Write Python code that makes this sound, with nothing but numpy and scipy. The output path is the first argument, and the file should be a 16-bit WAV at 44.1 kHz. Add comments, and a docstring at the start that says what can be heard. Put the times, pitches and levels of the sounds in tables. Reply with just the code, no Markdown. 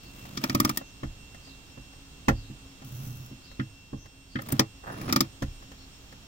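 """Working a car handbrake

A handbrake is worked twice, heard close up. Its catch (the pawl) clicks over steel teeth, the lever
drops back with a clunk, and the cables slide, creak and squeal in their sleeves. Every blow booms in
the car's floor. Behind it lie a soft hiss, a low hum, a thin steady whine and faint far chirps."""
import sys
import numpy as np
from scipy import signal
from scipy.fft import rfft, irfft, next_fast_len
from scipy.io import wavfile
from scipy.ndimage import uniform_filter1d, map_coordinates

SR = 44100
rng = np.random.default_rng(int(sys.argv[2]) if len(sys.argv) > 2 else 0)


def store_pcm(level_fs):
    """Save levels as 16-bit WAV."""
    pcm = np.round(np.clip(level_fs, -1, 1) * 32767).astype(np.int16)
    wavfile.write(sys.argv[1], SR, np.atleast_2d(pcm).T)


N = 276507
TIME = np.arange(N) / SR
AGE = np.arange(SR // 2) / SR  # seconds since a blow
SIDES = np.array([[.5], [-.5]])  # splits a difference between left and right

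# each click's base levels (time [s], snap [dB], jolt to bracket and floor [dB], sizzle [dB])
CLICKS = [(0.373, -30.5, -32.5, -42), (.438, -28, -27, -24.5), (.496, -31, -27.5, -34),
          (.548, -29.5, -20.5, -21), (0.6, -26, -20.5, -14.5), (.648, -25.5, -21.5, -18.5),
          (.693, -30, -28, -22), (.772, -32.5, -37.5, -16.5), (4.418, -53, -43, -35.5),
          (4.4866, -50, -41, -30), (4.5209, -41, -41, -18), (4.594, -18.5, -19, -16.5),
          (5.013, -48, -41, -37), (5.093, -44, -35, -48), (5.125, -24, -24.5, -19),
          (5.1601, -24, -20.5, -17.5), (5.2058, -21, -22, -16)]
# tone colours of a click's three noises (frequency [Hz], level [dB])
CRACK_COLOUR = [(400, -21), (1200, -1), (5500, -11), (8500, 1), (15000, 11)]
SNAP_COLOUR = [(1500, -45), (2800, -2), (3450, 10.5), (3950, 7), (4800, 10), (5400, 12.5), (6300, 1.5),
               (7500, 1.5), (8600, -34), (12000, -33)]
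SIZZLE_COLOUR = [(5000, -19), (9000, -5.5), (10500, -10), (12500, -6), (15000, -1.5), (16000, -0.5)]
# notes of the toothed steel plate (pitch [Hz], level [dB], fade time [s])
STEEL_NOTES = [(1767, 4, 0.046), (2600, -5, 0.096), (3280, 5.5, 0.071), (4220, -18, 0.1), (4920, 26, 0.017),
               (5610, 3, 0.026), (5480, -55, 0.056), (5770, 20, 0.04), (6540, 5, 0.024), (7200, -25, 0.074),
               (7680, -2, .045), (7160, 14, 0.038)]
# ringing bands of the bracket (pitch [Hz], width [Hz], level [dB])
BRACKET_BANDS = [(583, 47, -4.5), (900, 260, -10), (1224, 81, 2), (1388, 123, -5), (1820, 146, -7.5),
                 (2370, 190, -9)]
# a spring rings once near the end of the first pull (time [s], pitch [Hz], level [dB], fade time [s])
LAST_PING = (.773, 1860, -36, .06)
def ratchet():
    """The catch snaps into each tooth, rings the plate and its bracket, and jolts the floor."""
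    out = np.zeros((2, N))
    for s, snap_db, jolt_db, sizzle_db in CLICKS:
        crack = burst(CRACK_COLOUR, rise=.0001, hold=.0005, t60=.006, tail_db=-50, tail_t60=.02)
        snap = burst(SNAP_COLOUR, rise=.00082, hold=.00093, t60=.028, tail_db=-14.5, tail_t60=.1)
        sizzle = burst(SIZZLE_COLOUR, rise=.0062, hold=.0027, t60=.016, tail_db=-22, tail_t60=.069)
        steel = [ring(STEEL_NOTES, scatter_db=2, detune=.0084, rise=.00074) for side in range(2)]
        add(out, s + .001, snap_db - 5.5, crack)
        add(out, s, snap_db + .5, snap)
        add(out, s, sizzle_db - 2, sizzle)
        add(out, s, snap_db - .5, np.array(steel))
        # each tooth rings the bracket a little differently
        bracket = [(hz, width, db + 2.5 * rng.standard_normal()) for hz, width, db in BRACKET_BANDS]
        add(out, s, jolt_db + .5, struck(bracket, hold=.00085, t60=.031, tail_db=-11.5))
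        add(out, s, jolt_db + 1.6, floor_boom(db_per_octave=1.5, damping=1.01))
    s, hz, db, t60 = LAST_PING
    add(out, s, db, ring([(hz, 0, t60)], scatter_db=0, detune=0, rise=.001))
    return out


# each knock's base levels (time [s], floor boom [dB], panel thud [dB], clack [dB], steel edge [dB])
LEVER_KNOCKS = [(0.81, -42, -39.5, -52, -63), (1.031, -28, -35, -44, -51), (1.773, -38.5, -47.5, -57, -60),
                (2.282, -14, -18.5, -22.5, -26.5), (2.5, -34.5, -65, -64, -64),
                (2.817, -44, -49, -58.5, -52), (3.313, -37, -58, -72, -66), (3.595, -22, -43.5, -34.5, -58),
                (3.93, -28.5, -40.5, -59, -68), (4.355, -23.5, -41, -32, -52),
                (4.387, -50, -38, -36.5, -55), (4.525, -19.5, -36.5, -45, -53),
                (4.593, -31, -22.5, -30, -31), (5.421, -24.5, -32, -36, -36)]
# light taps of the slack linkage (time [s], base level [dB])
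SLACK_TICKS = [(.25, -51.5), (1.343, -52), (1.471, -57.5), (1.93, -59), (3.512, -54.5), (4.055, -55.5),
               (5.623, -56), (5.714, -52.5), (6.122, -52)]
# ringing bands of the floor panel and the yoke (pitch [Hz], width [Hz], level [dB])
PANEL_BANDS = [(433, 18, 5.5), (545, 43, 8.5), (696, 77, 1), (803, 35, 4), (1063, 124, -2)]
YOKE_BANDS = [(1238, 80, 0), (1390, 65, 1), (1615, 260, -2.5), (1830, 128, 1.5), (2050, 108, -2),
              (2580, 89, -9.5), (3150, 230, -11.5)]
# a knock's bright steel edge (frequency [Hz], level [dB])
EDGE_COLOUR = [(1500, 3), (3600, 4), (6000, 6), (8500, -3), (12000, -8.5), (15500, -1.5)]
# the car body rocks when the lever is let go (time [s], level [dB])
BODY_ROCKS = [(1.034, -33), (2.283, -24), (3.929, -36.5), (5.424, -27.5)]
# deep notes of the car body (pitch [Hz], level [dB], fade time [s])
BODY_NOTES = [(31.2, 12, 0.42), (47, 9.5, 0.32), (74.6, 14, 0.29)]
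def lever():
    """The lever and the yoke, which holds the cables, knock on their stops and rock the car."""
    out = np.zeros((2, N))
    taps = [(s, db + 5, db + 3, db, db + 2) for s, db in SLACK_TICKS]  # as tiny knocks
    for s, boom_db, thud_db, clack_db, edge_db in LEVER_KNOCKS + taps:
        rattle_db = min(-4 + .13 * (boom_db + 19), -3)  # heavy blows rattle on for longer
        add(out, s, thud_db - .5, struck(PANEL_BANDS, hold=.0022, t60=.013, tail_db=rattle_db))
        add(out, s, clack_db + 2, struck(YOKE_BANDS, hold=.0049, t60=.043, tail_db=rattle_db - 1))
        edge = burst(EDGE_COLOUR, rise=.0059, hold=.0041, t60=.042, tail_db=-18, tail_t60=.13)
        add(out, s, edge_db - 2, edge)
        add(out, s, boom_db - 2.14, floor_boom(db_per_octave=-4.5, damping=.79))
    for s, db in BODY_ROCKS:
        add(out, s, db, ring(BODY_NOTES, scatter_db=1, detune=.11, rise=.012))
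    return out


# notes of the metal floor (pitch [Hz], base level [dB], base fade time [s])
FLOOR_NOTES = [(104.1, -20.5, 0.4), (130.4, -5.5, 0.14), (213, -3, 0.096), (258, 3.5, 0.066),
               (321.2, -5.5, 0.12)]
def floor_boom(db_per_octave, damping):
    """The floor booms like a drum: hard blows favour its high notes, soft ones its low notes."""
    lowest_hz = FLOOR_NOTES[0][0]
    notes = [(hz, db + db_per_octave * np.log2(hz / lowest_hz), t60 / damping)
             for hz, db, t60 in FLOOR_NOTES]
    return ring(notes, scatter_db=2, detune=.035, rise=.003)


# pulls on the lever (start [s], hardest moment [s], end [s], drag [dB], hiss [dB])
LEVER_PULLS = [(0.025, 0.647, .83, -38, -46.5), (4.398, 4.53, 4.63, -36, -49),
               (4.86, 5.111, 5.28, -31.5, -52)]
# tone colours of a moving cable (frequency [Hz], level [dB])
RUMBLE_COLOUR = [(40, -10), (90, -8.5), (125, 6.5), (175, 0), (250, -2.5), (340, -8), (500, -14.5),
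                 (1500, -70)]
SCRAPE_COLOUR = [(200, -18), (600, 5.5), (900, -3.5), (1230, 3), (1600, -2), (2400, -8), (3400, -10),
                 (5500, -14), (9000, -27)]
SLEEVE_COLOUR = [(1500, -7), (3000, 4), (5800, -2), (8500, -4), (10600, -9), (13000, -2), (15600, 0.5)]
def cable_drag():
    """The cables drag unevenly in their sleeves; rumble, scrape and hiss follow the pull's effort."""
    out = np.zeros((2, N))
    grip = amp(3.5 * wobble(220) + 2 * wobble(30))
    drag = noise(RUMBLE_COLOUR) + amp(-6.5) * noise(SCRAPE_COLOUR, strength=grip)
    hiss = noise(SLEEVE_COLOUR, strength=grip)
    for start, peak, end, drag_db, hiss_db in LEVER_PULLS:
        out += amp(drag_db) * stroke(start, peak, end, rise_db=17.5, fall_db=22) * drag
        out += amp(hiss_db) * stroke(start, peak, end, rise_db=17.5, fall_db=22, depth=.57) * hiss
    return out


# tone colours of the shudder and the grit (frequency [Hz], level [dB])
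JUDDER_COLOUR = [(60, -19), (105, -6), (122, -7), (138, -8.5), (175, -18), (255, -16), (340, -29),
                 (2000, -46)]
GRIT_COLOUR = [(900, -35), (1350, 6.5), (1900, -12), (4800, -11), (6000, 3.5), (6900, -12), (7400, -6),
               (9300, -32), (10500, -4), (11500, -3.5), (12800, -4), (14800, 0), (15600, 4)]
def cable_slide(judder_hz=127):
    """Easing back, the cable shudders near a low note of the floor and rasps over fine grit."""
    motion = dict(start=2.84, peak=3.05, end=3.313, rise_db=7.5, fall_db=14)
    cycles = np.cumsum(judder_hz * np.exp(.07 * wobble(45))) / SR
    tone = amp(1.5 * wobble(35)) * np.sin(2 * np.pi * cycles)
    judder = tone + amp(-5) * noise(JUDDER_COLOUR)
    grains = amp(4 * wobble(420) + 1.8 * wobble(45))
    rasp = noise(GRIT_COLOUR, strength=grains)
    return amp(-35.5) * stroke(**motion) * judder + amp(-44.5) * stroke(**motion, depth=.94) * rasp


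# tone colour of the creak (frequency [Hz], level [dB])
CREAK_COLOUR = [(150, -9), (500, -2.5), (850, -6), (1800, -5.5), (2200, -25), (5000, -41)]
def cable_creak(slip_hz=170):
    """Taking up load, the cable sticks and slips quickly; each slip is a tiny puff of noise."""
    slip_count = np.floor(np.cumsum(slip_hz * np.exp(.5 * wobble(90))) / SR)
    slips = np.diff(slip_count, prepend=0) * amp(1.5 * wobble(110))
    puffs = signal.fftconvolve(slips, np.exp(-AGE / .0025))[:N]
    load = stroke(start=4.832, peak=4.89, end=4.99, rise_db=6.5, fall_db=10)
    return amp(-39.5) * load * noise(CREAK_COLOUR, strength=puffs)


# ringing bands of the cable's strands (pitch [Hz], base width [Hz], level [dB])
STRAND_BANDS = [(5250, 440, 0), (10550, 140, 6), (11350, 300, -14), (15550, 390, -1)]
def cable_squeal():
    """Dry strands rub and sing thinly in a few high bands as the load grows."""
    def strands(hz):
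        # squaring each band keeps the gaps between them quiet
        return sum(amp(db) * resonances([(pitch, 2 * width, 0)], hz) ** 2
                   for pitch, width, db in STRAND_BANDS)
    rub = rng.standard_normal((2, N)) * amp(7.1 * wobble(70))
    load = stroke(start=4.91, peak=5.14, end=5.14, rise_db=2.07, fall_db=0)
    return amp(-55.93) * load * unit(filtered(rub, strands))


# how alike left and right are (frequency [Hz], likeness [capped at 1])
HOLLOW_LIKENESS = [(60, .97), (150, 4), (320, 0.7), (600, -0.35), (1200, 0.99), (3000, -0.62),
                   (12000, 0.35)]
# how far the left wave runs ahead (frequency [Hz], lead [radians])
LEFT_LEAD = [(60, .1), (130, 0), (380, -.35), (850, 1.8), (1250, 2), (2000, 4.2), (4000, 4.5), (6000, 7),
             (10000, 11), (16000, 18)]
# how much louder the left is (frequency [Hz], left minus right [dB])
LEFT_LOUDER = [(60, -2.5), (300, -2.3), (600, -1.5), (1200, -4), (2000, 2.5), (4000, .8), (12000, 2.6)]
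def hollow(sound):
    """The hollow under the trim sends the brake's sound differently to left and right."""
    def paths(hz):
        gain = amp(SIDES * along(LEFT_LOUDER, hz))
        return gain * np.exp(1j * SIDES * along(LEFT_LEAD, hz))
    return filtered(stereo(sound, HOLLOW_LIKENESS), paths)


# tone colour of the background hiss and rumble (frequency [Hz], level [dB])
AIR_COLOUR = [(20, -6.5), (48, 3), (85, -5), (115, -4.5), (165, -8), (330, -15), (600, -20.5), (1300, -21),
              (2000, -24), (3200, -19), (5000, -23.5), (7500, -24), (9000, -37), (15500, -34)]
# how alike its left and right are (frequency [Hz], likeness [-1 to 1])
AIR_LIKENESS = [(60, 0.97), (180, 0.8), (550, 0.54), (1650, -0.23), (4970, -0.22), (15000, -0.034)]
def hiss_and_hum():
    """Soft hiss and rumble with a low hum; their level dips briefly."""
    dip_db = -3.5 * np.exp(-((TIME - 4.1) / .64) ** 2)
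    air_db = -50 - 2 * SIDES + dip_db + .27 * wobble(3.24)
    air = amp(air_db) * stereo(noise(AIR_COLOUR), AIR_LIKENESS)
    hum_colour = [(235, -81), (262, -11), (272, -4.5), (282, -17), (310, -59)]
    return air + amp(-61 + dip_db) * noise(hum_colour)[0]


# the whine's slow drift (time [s], pitch [Hz])
WHINE_DRIFT = [(0, 2707), (.8, 2720), (2.2, 2720), (2.6, 2709), (3.5, 2710), (3.9, 2719), (6.27, 2725)]
# the tones within it (multiple of the pitch, left [dB], right [dB])
WHINE_TONES = [(1, -63, -59.5), (2, -64.5, -67.5), (3, -74.5, -67)]
# steady tones beside it (pitch [Hz], level [dB])
SIDE_TONES = [(3144, -74.5), (3262, -69)]
def whine():
    """A thin far whine wavers separately left and right, beside two faint steady tones."""
    def waver(db):
        return amp(db + 2 * wobble(4.22) + 3.5 * wobble(18))
    pitch = np.interp(TIME, *np.transpose(WHINE_DRIFT)) + 1.79 * wobble(30)
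    phase = 2 * np.pi * np.cumsum(pitch) / SR
    lowest, *overtones = [np.array([waver(left_db), waver(right_db)]) * np.sin(multiple * phase)
                          for multiple, left_db, right_db in WHINE_TONES]
    weakening = amp(-1.07 * (TIME - TIME.mean()))
    steady = sum(amp(db + .82 * wobble(3.7)) * np.sin(2 * np.pi * hz * TIME) for hz, db in SIDE_TONES)
    return weakening * lowest + sum(overtones) + steady


# far chirps (time of peak [s], pitch [Hz], base level [dB])
FAR_CHIRPS = [(.06, 4450, -62), (.88, 6200, -66), (1.47, 4700, -61), (1.52, 3950, -62), (2.39, 4700, -61),
              (2.45, 4000, -62), (3.46, 4700, -61), (3.51, 4050, -62), (4.02, 6050, -63), (4.34, 4650, -62),
              (5.82, 4300, -63)]
def chirps(swell_s=.06):
    """Far chirps, smeared by distance into short narrow puffs of noise."""
    out = np.zeros((2, N))
    swell = np.exp(-((AGE - swell_s) / .045) ** 2)
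    for s, hz, db in FAR_CHIRPS:
        band = [(hz * .76, -50), (hz * .94, -3), (hz * 1.06, -3), (hz * 1.26, -50)]
        add(out, s - swell_s, db + 7, noise(band, len(AGE)) * swell)
    return out


def burst(colour, rise, hold, t60, tail_db, tail_t60):
    """Steel chatters briefly and leaves a weak tail in the cabin. t60: seconds to fade by 60 dB."""
    fall = amp(-60 * np.maximum(AGE - hold, 0) / t60)
    tail = amp(tail_db - 60 * AGE / tail_t60)
    return noise(colour, len(AGE)) * (1 - np.exp(-AGE / rise)) * (fall + tail)


def struck(bands, hold, t60, tail_db):
    """A short chatter of contacts makes a part ring in its own bands."""
    low, high = bands[0][0], bands[-1][0]
    colour = [(low / 2, -25), (low * 1.104, 0), (high * 1.83, 0), (high * 2, -25)]
    blow = burst(colour, rise=.00041, hold=hold, t60=t60, tail_db=tail_db, tail_t60=.11)
    return filtered(blow, lambda hz: resonances(bands, hz))


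def ring(notes, scatter_db, detune, rise):
    """A struck part's fading notes, with slightly new strengths and pitches each time."""
    hz, db, t60 = np.transpose(notes)[:, :, None]
    level_shift, pitch_shift = rng.uniform(-1, 1, (2, len(notes), 1))
    fade = amp(db + scatter_db * level_shift - 60 * AGE / t60)
    swing = np.sin(2 * np.pi * hz * (1 + detune * pitch_shift) * AGE)
    return (1 - np.exp(-AGE / rise)) * np.sum(fade * swing, axis=0)


def resonances(bands, hz):
    """How a part with these ringing bands responds at each frequency."""
    return sum((-1) ** k * amp(db) * 1j * hz * width / (pitch ** 2 - hz ** 2 + 1j * hz * width)
               for k, (pitch, width, db) in enumerate(bands))


def stroke(start, peak, end, rise_db, fall_db, depth=1, fade_s=.0078):
    """A rub swells to 1 at its peak, eases off and stops; less depth flattens the swell."""
    effort_db = np.interp(TIME, [start, peak, end], [-rise_db, 0, -fall_db])
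    moving = np.clip(np.minimum(TIME - start, end - TIME) / fade_s, 0, 1)
    return moving * amp(depth * effort_db)


def add(track, s, db, sound):
    """Mix in a sound at s seconds so that its loudest 4 ms have the level db."""
    power = uniform_filter1d(np.mean(np.atleast_2d(sound) ** 2, axis=0), size=176)
    slot = track[:, max(round(s * SR), 0):][:, :len(AGE)]
    slot += amp(db) * sound[..., :slot.shape[1]] / np.sqrt(power.max())


def noise(colour, size=N, strength=1):
    """Two unrelated noises of one tone colour; a changing strength makes them rough."""
    white = strength * rng.standard_normal((2, size))
    return unit(filtered(white, lambda hz: amp(along(colour, hz))))


def stereo(pair, likeness):
    """Blend two unrelated sounds into a left and right of the given likeness."""
    def shares(hz):
        angle = np.arccos(np.clip(along(likeness, hz), -1, 1)) / 2
        return np.array([np.cos(angle), np.sin(angle)])
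    mid, side = filtered(pair, shares)
    return np.array([mid + side, mid - side])


def filtered(x, response):
    """Scale and shift each frequency in x by response(hz)."""
    size = x.shape[-1]
    padded = next_fast_len(size + SR // 8)
    hz = np.fft.rfftfreq(padded, 1 / SR)
    return irfft(rfft(x, padded) * response(hz), padded)[..., :size]


def wobble(rate):
    """A smooth curve through rate random values a second."""
    return map_coordinates(rng.standard_normal(int(N * rate / SR) + 4), [TIME * rate])


def along(points, hz):
    """Read between (frequency, value) points, with octaves evenly spaced."""
    frequencies, values = np.transpose(points)
    return np.interp(np.log(hz + 1), np.log(frequencies + 1), values)


def amp(db):
    """Turn decibels into a multiplier."""
    return 10 ** (np.asarray(db) / 20)


def unit(x):
    """Scale to an average power of 1."""
    return x / np.sqrt(np.mean(x ** 2) + 1e-20)


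def scene():
    """The handbrake sounds out of its hollow, over the background."""
    brake = ratchet() + lever() + cable_drag() + cable_creak() + cable_squeal() + cable_slide()
    return hollow(brake) + hiss_and_hum() + whine() + chirps()


def record(dry):
    """Cut away the very highest treble."""
    top_hz = 15900
    return filtered(dry, lambda hz: 1 / (1 + (hz / top_hz) ** 160))


dry = scene()
out = record(dry)
store_pcm(out)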